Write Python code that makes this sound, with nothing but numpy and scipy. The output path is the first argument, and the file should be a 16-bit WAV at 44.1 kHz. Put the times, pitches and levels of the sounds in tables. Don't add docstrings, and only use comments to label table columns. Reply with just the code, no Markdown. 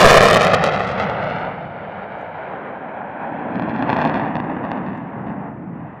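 import sys
import numpy as np
from scipy import signal
from scipy.fft import irfft
from scipy.io import wavfile

SR = 44100
rng = np.random.default_rng(int(sys.argv[2]) if len(sys.argv) > 2 else 0)


def int16_out(signal):
    q = np.round(np.clip(np.atleast_2d(signal).T, -1, 1) * 32767)
    wavfile.write(sys.argv[1], SR, q.astype(np.int16))


def natural_amplitude(level_db):
    exponent = np.asarray(level_db, float) / 20
    return 10 ** exponent


N = 264600


def in_time(rows, s):
    at, *columns = np.transpose(rows)
    return [np.interp(s, at, column) for column in columns]


def at_hz(points, hz):
    point_hz, point_db = np.array(points).T
    return np.interp(np.log(hz + 1), np.log(point_hz), point_db)


def drift(rate_hz, s):
    knots = np.arange(-1, N / SR * rate_hz + 2) / rate_hz
    return 1.2 * np.interp(s, knots, rng.standard_normal(len(knots)))


def shaped_noise(gain_of_frame, size=1024):
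    steps = dict(fs=SR, nperseg=size, noverlap=size * 3 // 4)
    hz, s, frames = signal.stft(rng.standard_normal(N + size), **steps)
    return signal.istft(frames * gain_of_frame(hz[:, None], s[None]), **steps)[1][:N]


def unit(gain, hz, low_hz, high_hz):
    inside = (hz >= low_hz) & (hz < high_hz)
    return gain / np.sqrt(np.sum(gain ** 2 * inside, axis=0) / len(hz))


# time_s [s], loss_at_4khz_db [dB]
AIR_LOSS = [(0, 8), (.4, 8.5), (.6, 12), (1, 13), (1.44, 20), (1.54, 19), (2, 21), (2.5, 23.5), (3, 29.5),
            (3.5, 28), (3.9, 23), (4.2, 22.5), (4.5, 33), (5, 28), (5.5, 38), (6, 31)]


def air_loss_db(s):
    return in_time(AIR_LOSS, s)[0]


def air(hz, loss_db, power):
    return natural_amplitude(-np.clip(loss_db, 0, 200) * (hz / 4000) ** power)


# time_s [s], lag_ms [ms]
ECHO_LAG = [(0, 1.736), (.5, 1.586), (1, 1.494), (1.5, 1.37), (2.3, 1.31), (3.4, 1.22), (4.2, 1.14),
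            (4.7, 1.103), (6, 1.1)]


def echo_lag_ms(s):
    return in_time(ECHO_LAG, s)[0]


def echo_share(s):
    grazing_ms, share_per_ms = 1.204, 0.65
    return 0.36 + share_per_ms * (echo_lag_ms(s) - grazing_ms)


def ground(hz, s, share, grass_hz):
    share = np.clip(share, 0, 1) / (1 + (hz / grass_hz) ** 2)
    echo = share * np.exp(-2j * np.pi * hz * echo_lag_ms(s) / 1000)
    return (1 + echo) / np.sqrt(1 + share ** 2)


# start_s [s], length_s [s], middling_front_peak_db [dB]
VOLLEYS = [(0, 0.19, -2.5), (.2, 0.093, -4), (0.298, 0.082, -4.5), (0.407, 0.055, -11), (0.532, 0.026, -6),
           (0.626, 0.071, -13.5), (.72, 0.22, -22.5), (0.98, 0.075, -18.5), (1.219, 0.27, -27),
           (3.521, 0.13, -30), (3.66, 0.063, -29.5), (3.73, 0.12, -25.5), (3.875, 0.12, -21.5),
           (3.978, .12, -18.5), (4.138, 0.086, -23), (4.22, 0.077, -26.5), (4.352, 0.053, -29),
           (4.429, 0.15, -31.5), (4.629, 0.164, -28.5), (4.829, .16, -34), (5.261, 0.069, -31.5)]


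def in_volley(s):
    edge_s = 0.027
    start, length, _ = np.transpose(VOLLEYS)[:, :, None]
    to_nearest_end = np.minimum(s.ravel() - start, start + length - s.ravel())
    return np.clip(to_nearest_end / edge_s + .5, 0, 1).max(axis=0).reshape(s.shape)


def volley_fronts():
    gap_s, spread_db = .0055, 4.0
    start, length, middling_db = np.transpose(VOLLEYS)[:, :, None]
    gaps = rng.uniform(.4, 1.6, (len(VOLLEYS), 40))
    peak_chance, sharp_chance = np.minimum(rng.standard_normal((2, len(VOLLEYS), 40)), 1.3)
    s = start + gap_s * (np.cumsum(gaps, axis=1) - gaps[:, :1] / 2)
    fringe_db = 7.5 * (1 - in_volley(s))
    peak_db = middling_db + spread_db * peak_chance - fringe_db
    sharp_db = -1.05 * air_loss_db(s) - 1.5 + 5.0 * sharp_chance - fringe_db
    return np.stack([s, peak_db, sharp_db], axis=-1)[s < start + length]


# pitch_hz [Hz], level_db [dB per Hz]
HISS_COLOUR = [(3000, -1.5), (8000, 4.5), (11500, -7), (12500, -15.5), (21000, -15)]


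def preamp_hiss():
    def gain(hz, s):
        colour = natural_amplitude(at_hz(HISS_COLOUR, hz)) + 0 * s
        return natural_amplitude(-92.0) * unit(colour, hz, 6000, 21000)
    return shaped_noise(gain)


# time_s [s], peak_db [dB]
TICKS = [
    (1.1294, -59),
    (2.1844, -60),
    (2.2119, -57),
    (2.2594, -67),
    (4.9494, -68),
    (4.9736, -58),
]


def handling():
    envelope, t = np.zeros(N), np.arange(N) / SR
    for s, peak_db in TICKS:
        envelope += natural_amplitude(peak_db - 3.0) * (t >= s) * np.exp(-np.abs(t - s) / .007)
    bright = signal.butter(2, [4800, 8000], "band", fs=SR, output="sos")
    return signal.sosfilt(bright, envelope * rng.standard_normal(N))


# pitch_hz [Hz], level_db [dB per Hz]
RUMBLE_SIDE = [(8.8, -53), (15, -31), (38, -16), (151, 3), (204, 3.5), (250, -9), (327, -11), (380, -19),
               (490, -43.5), (840, -120)]
# pitch_hz [Hz], level_db [dB per Hz]
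RUMBLE_BEHIND = [(8.8, -66), (15, -36), (54, -34.5), (85, -15), (171, 0.5), (289, 3.5), (413, -15.5),
                 (450, -7), (580, -43), (990, -120)]
# time_s [s], level_db [dB], nozzle_turned_this_way [0-1]
PLUME = [(0, -23, .2), (.45, -19.5, 0), (.7, -23, .1), (.87, -28, 0), (1.19, -26, 0), (1.62, -32.5, 0.2),
         (2.4, -40, 0.07), (2.67, -35.5, 0.9), (3.02, -36.5, 0.74), (3.2, -33.5, 1), (3.64, -21, 1),
         (3.9, -23, 1), (4.3, -23, 0.74), (4.7, -25, .9), (5.2, -27, 0.5), (5.6, -28, 0.6), (5.8, -28, 0.4),
         (6, -36, .2)]


def rumble(hz, s):
    rumble_db, turned = in_time(PLUME, s)
    turned = np.clip(turned, 0, 1)
    colour = natural_amplitude((1 - turned) * at_hz(RUMBLE_SIDE, hz) + turned * at_hz(RUMBLE_BEHIND, hz))
    return natural_amplitude(rumble_db - 3.5 + drift(12, s)) * unit(colour, hz, 40, 330)


# time_s [s], level_db [dB]
JET = [(0, -8.5), (.3, -12.5), (.6, -17), (.87, -22.5), (1.05, -21.5), (1.43, -23.5), (1.53, -28),
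       (1.72, -30.5), (2.1, -29.5), (3.18, -28), (3.85, -25.5), (3.9, -20.5), (4.34, -26), (4.7, -26.5),
       (5.08, -33), (5.36, -30.5), (5.6, -37.5), (6, -36)]
# pitch_hz [Hz], level_db [dB per Hz]
ROAR = [(100, -31.5), (250, -8), (400, 1), (700, 2.5), (1200, -2.5), (2000, -5), (4000, -18), (8000, -22),
        (16000, -30)]


def roar(hz, s):
    roar_db = in_time(JET, s)[0] - 1.5 * in_volley(s)
    colour = natural_amplitude(at_hz(ROAR, hz)) * air(hz, air_loss_db(s), 1.77)
    flicker_db = 0.83 * drift(13, s) + 0.52 * drift(25, s) * np.log2(1 + hz / 1500)
    share = echo_share(s) + 0.18 * drift(6, s)
    level = natural_amplitude(roar_db - 2.0 + flicker_db)
    return level * unit(colour, hz, 350, 1900) * ground(hz, s, share, grass_hz=2600)


def shocks(s, peak_db, loss_db, power, relax_ms, share, low_hz, high_hz):
    size, lead = 512, 128
    hz = np.fft.rfftfreq(size, 1 / SR)[:, None]
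    jw = 2j * np.pi * hz
    front = -1 / (1 + jw * relax_ms / 1000) * jw / (jw + 2 * np.pi * 260)
    front = front * air(hz, loss_db, power)
    front = front * jw / (jw + 2 * np.pi * 110)
    inside = (hz > low_hz) & (hz < high_hz)
    front = front / (2 * np.sum(np.abs(front) * inside, axis=0) / size)
    centred = np.exp(-jw * lead / SR)
    heard = front * ground(hz, s[None], share, grass_hz=9000) * centred
    pulses = irfft(heard, size, axis=0) * natural_amplitude(peak_db)
    out = np.zeros(N + 2 * size)
    places = (s * SR).astype(int) + np.arange(size)[:, None] + size - lead
    np.add.at(out, places, pulses)
    return out[size:size + N]


def crackle(per_s, spread_db):
    tries = 6000
    time_draw, keep_draw, size_draw, relax_draw = rng.random((tries, 4)).T
    s = time_draw * N / SR
    keep = keep_draw < per_s * N / SR / tries * natural_amplitude(3.0 * drift(30, s))
    s = s[keep]
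    size_db = spread_db * np.minimum(-np.log(size_draw[keep] + 1e-9), 2.2)
    air_db, volley = air_loss_db(s), in_volley(s)
    crackle_db = 3.0 + 1.094 * in_time(JET, s)[0] - 0.39 * air_db + 4.5 * volley
    loss_db = 1.4 * air_db - 4.0 - 1.96 * volley - 0.57 * size_db
    relax_ms = 0.13 + 0.11 * relax_draw[keep]
    peak_db = crackle_db + size_db - 9.0
    return shocks(s, peak_db, loss_db, 1.82, relax_ms, echo_share(s) + 0.26, 1500, 4000)


# time_s [s], peak_db [dB], sharpness_db [dB]
SHOCKS_LEAVING = [(0.0438, 3.5, -4), (0.0541, 4.5, -5), (0.0617, 6.5, -15), (0.105, 5, -6), (0.1322, 2, 4),
                  (0.143, 4.5, 1.5), (0.173, 2.5, 5), (0.2073, 2.5, -14), (0.2554, 2.5, -4),
                  (0.301, -3, -2), (0.3103, -1.5, -3), (0.332, -1, -6), (0.3485, 1, -3), (0.3716, -3.5, -4),
                  (0.4092, -4, -11), (0.4482, -5.5, -3.5), (0.469, -1.5, -9.5), (0.4796, -10, -6.5),
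                  (0.5201, -10, -13), (0.5421, -6, -7), (0.6405, -1.5, -6), (0.6644, -9.5, -8.5),
                  (0.6788, -16, -9), (0.7232, -11.5, -14), (0.7617, -14, -11.5), (0.8055, -9.5, -17),
                  (0.8926, -20, -12), (0.9992, -10.5, -12.5), (1.0977, -13, -15.5), (1.3144, -24, -23)]
# time_s [s], peak_db [dB], sharpness_db [dB]
SHOCKS_BEHIND = [(3.322, -23.5, -43), (3.5568, -18.5, -23), (3.5971, -17.5, -26), (3.6223, -17, -24),
                 (3.6965, -18, -26), (3.763, -18, -24), (3.8252, -11, -24), (3.8941, -10.5, -29),
                 (3.901, -9.5, -20), (3.93, -9, -25), (3.9433, -25, -12), (3.9678, -13, -19),
                 (3.989, -13, -21), (4.003, -16, -20), (4.016, -11, -17.5), (4.0508, -11, -16.5),
                 (4.0742, -16, -17), (4.0964, -13.5, -21), (4.1428, -12, -20.5), (4.158, -15.5, -23),
                 (4.199, -19, -24.5), (4.355, -13, -22), (4.3676, -15.5, -23), (4.4013, -15.5, -25),
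                 (4.499, -19, -37.5), (4.568, -22.5, -43), (4.651, -20.5, -28), (4.7167, -13.5, -20),
                 (4.865, -25.5, -24), (5.302, -28.5, -40)]


def strong_fronts(blunt, offset_db):
    s, peak_db, sharp_db = np.vstack([SHOCKS_LEAVING, SHOCKS_BEHIND, volley_fronts()]).T
    loss_db = np.maximum(-blunt * sharp_db + offset_db, 2.5)
    return shocks(s - .00005, peak_db, loss_db, power=1.4, relax_ms=0.34, share=.9, low_hz=1100, high_hz=9000)


def scene():
    exhaust = shaped_noise(rumble, size=4096) + shaped_noise(roar)
    fronts = crackle(per_s=700, spread_db=3.5) + strong_fronts(blunt=0.92, offset_db=-2.0)
    return (handling() + exhaust + fronts)[None]


def band_limit(x):
    return signal.sosfilt(signal.butter(12, 15690, fs=SR, output="sos"), x)


def record(dry):
    bent = dry - 0.38 * np.abs(dry) ** 3
    bent = signal.sosfilt(signal.butter(1, 18, "high", fs=SR, output="sos"), bent)
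    top_cut = signal.cheby2(12, 60, 15800, fs=SR, output="sos")
    cut = signal.sosfilt(top_cut, np.clip(bent, -1.02, 1.02))
    fade = np.minimum((N - np.arange(N)) / (.003 * SR), 1)
    return band_limit(np.clip(cut + preamp_hiss(), -1, 1) * fade)


dry = scene()
out = record(dry)
int16_out(out)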